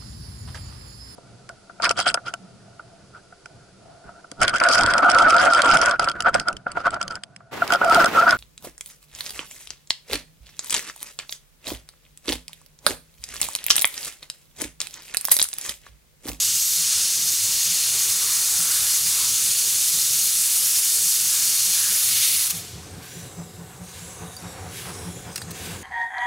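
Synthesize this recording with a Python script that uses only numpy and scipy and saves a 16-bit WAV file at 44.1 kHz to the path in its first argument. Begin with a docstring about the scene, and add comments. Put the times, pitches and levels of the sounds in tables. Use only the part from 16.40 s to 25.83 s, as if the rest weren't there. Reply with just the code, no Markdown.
"""A bright jet of steam blows from the drain cocks of an approaching locomotive, until they sputter shut.
Left are exhaust beats sounding the chimney, a gland that puffs once a wheel turn, a thin leak with gliding
breathy bands, rolling rumble, a faint turbine whine and the clacks of a camera shutter close by.
Steam is shaped noise with echoes, beats are swelling sines with breath, whine and clacks are resonances.
One microphone with gain control feeds both channels."""
import sys
import numpy as np
from scipy import signal
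from scipy.fft import rfft, irfft, next_fast_len
from scipy.io import wavfile
from scipy.ndimage import uniform_filter1d, map_coordinates

SR = 44100
rng = np.random.default_rng(int(sys.argv[2]) if len(sys.argv) > 2 else 0)


def gain_from_decibels(decibels):
    """Convert decibel values to linear amplitude factors."""
    exponent = np.asarray(decibels, float) / 20
    return 10 ** exponent


def store_pcm(level_fs):
    """Save levels as 16-bit WAV."""
    pcm = np.round(np.clip(level_fs, -1, 1) * 32767).astype(np.int16)
    wavfile.write(sys.argv[1], SR, np.atleast_2d(pcm).T)


N = 415863
STEP = 40   # samples between points of a slow control

# Drain jets. Each row: time in seconds, hiss in dB before the opening is added, then the low roar,
# the body and the top in dB relative to the hiss.
DRAIN_JETS = [(0.0, -12, -27, -13, -13), (0.3, -14.5, -32.5, -17, -11), (0.55, -13, -24, -12, -12),
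              (0.8, -16, -29, -14, -9), (1.4, -15.5, -23, -10.5, -5.5), (1.9, -16.5, -20.5, -12, -2),
              (2.15, -15.5, -19, -14.5, -3), (2.35, -15.5, -19, -10, -1), (2.85, -14.5, -23.5, -11.5, -3.5),
              (3.2, -14.5, -25.5, -12.5, -3), (3.9, -15, -25, -11.5, -0.5), (4.2, -13.5, -22.5, -12.5, 0.5),
              (4.7, -13, -25.5, -14, -0.5), (5.1, -13.5, -23.5, -11, -1.5), (5.45, -14, -22.5, -10.5, -2),
              (5.62, -15, -22, -8.5, 0), (5.85, -11.5, -25, -5.5, 0), (6.05, -17, -17.5, -7.5, 2.5)]
# Spectrum of the jets. Each row: frequency in Hz, relative density in dB per Hz.
DRAIN_COLOUR = [(290, -63), (500, -34), (658, -33), (1170, -21.5), (1970, -18), (2900, -11), (3210, -9),
                (4290, -4.5), (4610, -4), (6510, 0), (10500, 0.5), (15700, -8)]
# The cocks sputter shut. Each row: time in seconds, opening in dB.
COCK_OPENING = [(6.072, -5.5), (6.09, -13), (6.107, -5), (6.125, -18.5), (6.155, -18), (6.18, -21),
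                (6.24, -31), (6.4, -42)]
# Short echoes off the engine's frame and cylinders. Each row: delay in ms, amplitude as a ratio.
NEAR_ECHOES = [(0.25, -0.068), (0.274, 0.053), (0.466, 0.03), (0.546, -0.037), (1.194, 0.046),
               (1.262, -0.066), (1.358, -0.026), (1.382, 0.139), (1.446, 0.048), (1.486, -0.06),
               (1.582, 0.03), (1.666, 0.068), (1.742, -0.054), (1.914, -0.039), (1.998, -0.027),
               (2.09, 0.027)]
# Reverberation time among the houses. Each row: frequency in Hz, 60 dB decay time in seconds.
HOUSES_T60 = [(1000, 2.0), (3000, 1.9), (8000, 1.35), (15000, .7)]
# Strength of the houses' return. Each row: frequency in Hz, level in dB relative to the jets' hiss.
HOUSES_DB = [(1000, -0.5), (2000, -1), (3500, -7), (8000, -12.5), (15000, -28)]
# Spectrum of the leak. Each row: frequency in Hz, relative density in dB per Hz.
LEAK_COLOUR = [(590, -25), (1000, -11.5), (1900, -13), (3200, -15), (3750, -8), (4300, -13), (7500, -9),
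               (9400, -7.5), (10800, -7.5), (12000, -10), (15700, -14)]
# Spectrum of the rumble. Each row: frequency in Hz, relative density in dB per Hz.
RUMBLE_COLOUR = [(15, -48), (25, -25), (55, -7.5), (88, 3.5), (118, 1), (170, -6), (253, -11), (444, -9.5),
                 (555, -12.5), (626, -20.5), (730, -10.5), (810, -16.5), (1200, -19), (1900, -23.5),
                 (4000, -32), (9000, -90)]
# Turbine tones. Each row: frequency in Hz, rms level in dB before nearness is added.
WHINE_TONES = [(441.4, -59), (748.3, -57), (1502, -59)]
# Shutter clacks. Each row: start in seconds, peak of the crack in dB, rattle decay constant in seconds,
# frequency in Hz that places the crack's band, index of the part that rings, its ring in dB re the crack.
CLACKS = [(7.9655, -22.5, .0015, 12000, 3, -9.), (8.0234, -32, .003, 6000, 5, -14.),
          (8.9583, -15, 0.0045, 5200, 5, -12), (8.975, -23, .003, 12000, 6, -14.),
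          (8.978, -22, 0.006, 4500, 1, -13.), (9.0168, -22, 0.0012, 5000, 0, -2.),
          (9.0195, -26, 0.0055, 5500, 4, -5), (9.1065, -27, .004, 8000, 6, -12.),
          (9.1087, -24, 0.003, 7500, 2, -14), (9.1137, -23, .003, 7000, 2, -11)]
# Ringing shutter parts. Each row: frequency in Hz, 60 dB decay time in seconds.
SHUTTER_PARTS = [(1750, .008), (2830, .017), (4350, .02), (4670, .06), (4780, .012), (5660, .025),
                 (10000, .02)]
# Gland puffs, one a wheel turn. Each row: opening in seconds, build in seconds, hold in seconds,
# level in dB at opening, level in dB at the end of the build.
PUFFS = [(6.632, 0.16, 0.058, -45.5, -46), (7.463, 0.13, 0.13, -53, -44.5), (8.32, 0.055, 0.1, -44, -37),
         (9.152, 0.11, 0.067, -43, -36.5)]
# Spectrum of the puffs. Each row: frequency in Hz, relative density in dB per Hz.
PUFF_COLOUR = [(590, -33), (1000, -6), (1230, -35), (1550, 3), (1780, -4), (2160, 0), (3720, -1.5),
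               (4220, -4.5), (10600, -5.5), (15700, -12)]
# Breathy bands in the hiss. Each row: start in seconds, end in seconds, first centre in Hz,
# last centre in Hz, rms level in dB before the swell.
BREATHY = [(1.7, 2.053, 1153, 1254, -45), (2.149, 2.552, 1350, 1550, -39.5), (2.65, 2.95, 1153, 1200, -42),
           (4.8, 5.146, 1500, 1562, -42), (5.3, 5.6, 1605, 1642, -37), (5.6, 6.1, 2106, 2300, -35),
           (6.6, 6.953, 5800, 6100, -49), (6.62, 6.9, 6960, 7300, -49), (6.62, 6.95, 10500, 10200, -53),
           (7.348, 7.95, 5400, 6200, -64), (7.5, 7.85, 7200, 7800, -47), (7.0, 8.35, 8000, 8560, -54),
           (7.496, 7.9, 10200, 10500, -49.5), (8.28, 8.7, 10500, 11000, -49), (8.4, 8.8, 7700, 8500, -52),
           (8.62, 8.92, 6900, 7230, -47.5), (9.097, 9.43, 8000, 8800, -50)]
# Level of the steady sounds, on the whole rising as the engine nears. Each row: time in seconds, level in dB.
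NEARING = [(0, -13), (1.2, -10.5), (3, -8.5), (4.2, -9.5), (5.4, -9), (6.2, -5), (7.4, -5.5), (8.2, -1.5),
           (8.8, -1.5), (9.43, -2.5)]
# Exhaust beats in turn. Each entry: peak of the note in dB before it is roughened.
BEAT_DB = [-50, -44.5, -61, -48, -57, -43, -54, -49, -54, -40, -53, -42.5, -55, -48, -53, -46, -47, -50,
           -50, -52, -45.5, -48, -51, -41, -46.5, -42, -44, -40.5, -45, -42, -39, -32, -35, -35.5, -40.5,
           -36, -34.5, -37, -35.5, -30, -36, -35.5, -40]


def rms_one(x):
    """Normalization to unit mean power."""
    return x / np.sqrt(np.mean(x ** 2) + 1e-20)


def in_time(rows):
    """Linear interpolation of a table's columns in time, one point every STEP samples."""
    seconds, *columns = np.transpose(rows)
    return [np.interp(np.arange(0, N, STEP) / SR, seconds, column) for column in columns]


def full(slow):
    """Linear interpolation of a slow control to every sample."""
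    return np.interp(np.arange(N) / STEP, np.arange(len(slow)), slow)


def at_hz(points, hz):
    """Interpolation of a spectrum in dB or seconds along logarithmic frequency."""
    table = np.array(points)
    return np.interp(np.log(hz), np.log(table[:, 0]), table[:, 1])


def drift(rate_hz):
    """Slow random fluctuation of unit spread: white noise through two equal one-pole low-passes."""
    r = np.exp(-2 * np.pi * STEP * rate_hz / SR)
    settling = 2000
    noise = rng.standard_normal(len(range(0, N, STEP)) + settling)
    slow = signal.lfilter([1], [1, -2 * r, r * r], noise)
    return rms_one(slow[settling:])


def ring(x, hz, t60):
    """Two-pole resonance: a unit impulse excites a decaying sine that starts from height 1."""
    r, w = gain_from_decibels(-60 / (t60 * SR)), 2 * np.pi * hz / SR
    return signal.lfilter([0, np.sin(w)], [1, -2 * r * np.cos(w), r * r], x + 1e-18)


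def bands(colour, zones, count):
    """Spectral decomposition of coloured noise; yields centre in Hz, noise, rms of each zone (low, high Hz)."""
    size = next_fast_len(N)
    hz = np.arange(size // 2 + 1) * SR / size + 1e-3
    shape = gain_from_decibels(at_hz(colour, hz))
    spectrum = rfft(rng.standard_normal(size)) * shape
    centres = np.geomspace(zones[0][0], zones[-1][1], count)
    place = np.interp(np.log(hz), np.log(centres), np.arange(count))
    norms = [np.sqrt(np.sum(shape[(hz > low) & (hz < high)] ** 2) * 2 / size) for low, high in zones]
    for k, centre in enumerate(centres):
        # neighbours overlap and sum to one
        share = np.cos(np.pi / 2 * np.clip(place - k, -1, 1)) ** 2
        yield centre, irfft(spectrum * share, size)[:N], norms


def zoned(colour, zones, levels_db, count, patchy_db, flicker_db, flicker_rate):
    """Modulated noise: zones follow their own levels while every band wanders and flickers."""
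    out = np.zeros(N)
    together = drift(flicker_rate)   # the flicker all bands share
    middles = np.log([np.sqrt(low * high) for low, high in zones])
    for hz, noise, norms in bands(colour, zones, count):
        weights = [np.interp(np.log(hz), middles, row) for row in np.eye(len(zones))]
        level = sum(w * gain_from_decibels(db) / norm for w, db, norm in zip(weights, levels_db, norms))
        wander = patchy_db * drift(2.5)
        flicker = flicker_db * (0.64 * together + 0.72 * drift(flicker_rate))
        out += full(level * gain_from_decibels(wander + flicker)) * noise
    return out


def near_echoes(x):
    """Comb interference: short fixed reflections add to and cancel the direct jets."""
    ground = (5.67, -0.15)   # delay in ms, amplitude
    size = next_fast_len(N + 512)
    turn_per_ms = -2j * np.pi * np.arange(size // 2 + 1) * SR / size / 1000
    comb = sum(a * np.exp(turn_per_ms * ms) for ms, a in NEAR_ECHOES + [ground])
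    # the exponential adds the echoes of echoes
    return irfft(rfft(x, size) * np.exp(comb), size)[:N]


def drain_cocks():
    """Turbulent jet noise: low roar, body, hiss, and a top that brightens on the whole as the engine nears."""
    hiss, roar, body, top = in_time(DRAIN_JETS)
    hiss = hiss + in_time(COCK_OPENING)[0]
    zones = [(800, 1900), (1900, 4000), (4000, 9000), (9000, 15500)]
    levels = [hiss + roar, hiss + body, hiss, hiss + top]
    jets = zoned(DRAIN_COLOUR, zones, levels, count=18, patchy_db=.65, flicker_db=.9, flicker_rate=25.)
    return near_echoes(jets), hiss


def beat_times():
    """Uniform quickening: the gap between exhaust beats shrinks by a constant amount."""
    first_s, first_gap_s, shrink_s = .1613, .23002, .0005978
    k = np.arange(len(BEAT_DB))
    return first_s + first_gap_s * k - shrink_s * k ** 2 / 2


def exhaust():
    """Pipe excitation: each blast sounds the chimney's rough note with a breathy puff; a wall returns both."""
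    length_s, puff_db, jitter_s = .055, -14.0, 0.0041   # the swell lasts twice length_s
    chimney_hz, spread_hz = 173.1, 3.7
    echo_db, echo_s = -11.5, .075
    note, puff = np.zeros(N), np.zeros(N)
    t = np.arange(int(2 * length_s * SR)) / SR
    swell = np.sin(np.pi * (t / t[-1]) ** 0.8) ** 1.96
    chances = rng.standard_normal((len(BEAT_DB), 3))
    for beat_s, db, chance in zip(beat_times(), BEAT_DB, chances):
        beat_s = beat_s + jitter_s * chance[0]
        hz = chimney_hz + spread_hz * chance[1]
        phase = 2 * np.pi * chance[2]
        at = int((beat_s - .8 * length_s) * SR)
        n = min(len(t), N - at)
        note[at:at + n] += gain_from_decibels(db) * (swell * np.sin(2 * np.pi * hz * t + phase))[:n]
        puff[at:at + n] += gain_from_decibels(db + puff_db) * swell[:n]
    note *= full(gain_from_decibels(1.5 * drift(16.0)))   # roughness
    band = signal.butter(2, [250, 1000], "band", fs=SR, output="sos")
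    breath = signal.sosfilt(band, rng.standard_normal(N))
    blast = note + puff * rms_one(breath)
    lag = int(echo_s * SR)
    return blast + gain_from_decibels(echo_db) * np.r_[np.zeros(lag), blast[:-lag]]


def gland():
    """Pressure-driven leakage: steam bursts through the gland, is held by the stroke, then bleeds away."""
    open_s, die_s = .03, .09
    tight_db, sag_db, shut_db = -62, -4.0, -14   # sag and shut are relative to the full level
    rows = []
    for opens, builds, holds, first_db, full_db in PUFFS:
        closes = opens + builds + holds
        rows += [(opens - open_s, tight_db), (opens, first_db), (opens + builds, full_db),
                 (closes, full_db + sag_db), (closes + die_s, full_db + shut_db)]
    return zoned(PUFF_COLOUR, [(1200, 15500)], in_time(rows), count=26,
                 patchy_db=0.7, flicker_db=1.1, flicker_rate=37.0)


def leak():
    """Decaying turbulent flow: thin hiss sags between puffs, refills at each, and fades up as the jets shut."""
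    zones = [(1200, 4500), (4500, 11000), (11000, 15500)]
    zone_db, sag_db_per_s = (-46.5, -41.5, -52.5), (6.5, 4., 12.5)
    refill = int(0.069 * SR)
    fade = in_time([(6.1, -30.), (6.45, 0.)])[0]
    opens = np.array(PUFFS)[:, 0]
    opens = np.r_[2 * opens[0] - opens[1], opens]   # one more refill, a wheel turn earlier
    t = np.arange(0, N, STEP) / SR
    # negative ahead of the first refill, where the level therefore starts higher
    since = t - opens[np.clip(np.searchsorted(opens, t) - 1, 0, None)]
    since = uniform_filter1d(since, size=int(refill / STEP), origin=-int(refill / STEP / 3))
    nearness = in_time(NEARING)[0]
    levels = [db - sag * since + fade + nearness for db, sag in zip(zone_db, sag_db_per_s)]
    return zoned(LEAK_COLOUR, zones, levels, count=26, patchy_db=3.5, flicker_db=1.17, flicker_rate=18.0)


def breathy_bands():
    """Quadrature modulation: slow noise on a gliding carrier makes narrow bands that swell and fade."""
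    width_hz = 490
    low_pass = signal.butter(2, width_hz / 2, fs=SR, output="sos")
    out = np.zeros(N)
    for starts, ends, from_hz, to_hz, db in BREATHY:
        at, size = int(starts * SR), int((ends - starts) * SR)
        slow = signal.sosfilt(low_pass, rng.standard_normal((2, 2 * SR)))
        phase = 2 * np.pi * np.cumsum(np.linspace(from_hz, to_hz, size)) / SR
        band = rms_one(slow[0, :size] * np.cos(phase) + slow[1, :size] * np.sin(phase))
        swelling = gain_from_decibels(db) * band * np.hanning(size) ** 0.76
        out[at:at + size] += swelling[:N - at]
    return out


def frame_echo(x, share=0.15, lag_ms=1.8):
    """Two-path interference: one short bounce off the frame ripples the spectrum of the thin hiss."""
    bounce = map_coordinates(x, [np.arange(N) - lag_ms * SR / 1000], order=3)
    return x + share * bounce


def shutter():
    """Impact excitation: each clack is a dense dying rattle, broad in colour, that sets one part ringing."""
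    out, size = np.zeros(N), 4000
    t = np.arange(size) / SR
    for row, noise in zip(CLACKS, rng.standard_normal((len(CLACKS), size))):
        start_s, db, rattle_s, bright_hz, part, ring_db = row
        rattle = noise * np.exp(-t / rattle_s) * np.minimum(t / 0.00063, 1)   # 0.63 ms attack
        edges_hz = [bright_hz / 3.1, min(bright_hz * 2.2, .4 * SR)]
        crack = signal.sosfilt(signal.butter(2, edges_hz, "band", fs=SR, output="sos"), rattle)
        tone = ring(rattle, *SHUTTER_PARTS[round(part)])
        clack = crack / np.abs(crack).max() + gain_from_decibels(ring_db) * tone / np.abs(tone).max()
        at = int(start_s * SR)
        out[at:at + size] += gain_from_decibels(db) * clack
    return out


def rumble():
    """Broadband rolling noise: wheels, track and fire give lumpy lows that throb with the beats."""
    zones = [(45, 135), (220, 800)]
    zone_db, throb_db, throb_lead_s = (-41.5, -44), (2.5, 1.2), 0.003
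    nearness_share = (1.13, 1)   # the deep zone swings more with nearness
    t = np.arange(0, N, STEP) / SR + throb_lead_s
    throb = np.cos(2 * np.pi * np.interp(t, beat_times(), np.arange(len(BEAT_DB))))
    nearness = in_time(NEARING)[0]
    levels = [db + depth * throb + share * nearness
              for db, depth, share in zip(zone_db, throb_db, nearness_share)]
    return zoned(RUMBLE_COLOUR, zones, levels, count=9, patchy_db=1.9, flicker_db=2.5, flicker_rate=10.6)


def whine():
    """Narrow-band resonance: noise through long resonances makes the turbine's wavering tones."""
    tones = sum(gain_from_decibels(db) * rms_one(ring(rng.standard_normal(N), hz, .4)) for hz, db in WHINE_TONES)
    return full(gain_from_decibels(in_time(NEARING)[0])) * tones


def houses(hiss_db):
    """Diffuse reverberation: the houses return the jets duller, dying faster in the treble."""
    out = np.zeros(N)
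    for hz, noise, norms in bands(DRAIN_COLOUR, [(1000, 15000)], count=8):
        r = gain_from_decibels(-2 * 60 * STEP / (at_hz(HOUSES_T60, hz) * SR))   # power kept per step
        power = gain_from_decibels(2 * (hiss_db + at_hz(HOUSES_DB, hz)))
        held, _ = signal.lfilter([1 - r], [1, -r], power, zi=[r * power[0]])
        out += full(np.sqrt(held)) * noise / norms[0]
    return out


def scene():
    """Linear superposition of all sources at one microphone, sent to both channels."""
    jets, hiss_db = drain_cocks()
    thin_steam = frame_echo(gland() + leak() + breathy_bands())
    steam = jets + houses(hiss_db) + thin_steam
    mono = steam + exhaust() + shutter() + rumble() + whine()
    return np.array([mono, mono])


def band_limit(x):
    """A steep low-pass at the top of the band."""
    return signal.sosfilt(signal.butter(12, 16480, fs=SR, output="sos"), x)


def record(dry):
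    """Level compression: the deepest bass is dropped, gain control holds loud sound down, the top is cut."""
    listens_s, knee_db = 0.048, -21.
    passes = 0.34   # share of each dB above the knee that is let through
    thin = signal.sosfilt(signal.butter(2, 45., "high", fs=SR, output="sos"), dry)
    r = np.exp(-1 / (listens_s * SR))
    power, _ = signal.lfilter([1 - r], [1, -r], thin[0] ** 2, zi=[np.mean(thin[0, :4000] ** 2)])
    over_db = np.maximum(10 * np.log10(power + 1e-12) - knee_db, 0)
    held = thin * gain_from_decibels(-(1 - passes) * over_db)
    top_cut = signal.ellip(12, .2, 80, 15740, fs=SR, output="sos")   # low-pass, edge in Hz
    mix = signal.sosfilt(top_cut, held)
    return band_limit(mix)


dry = scene()
out = record(dry)
store_pcm(out)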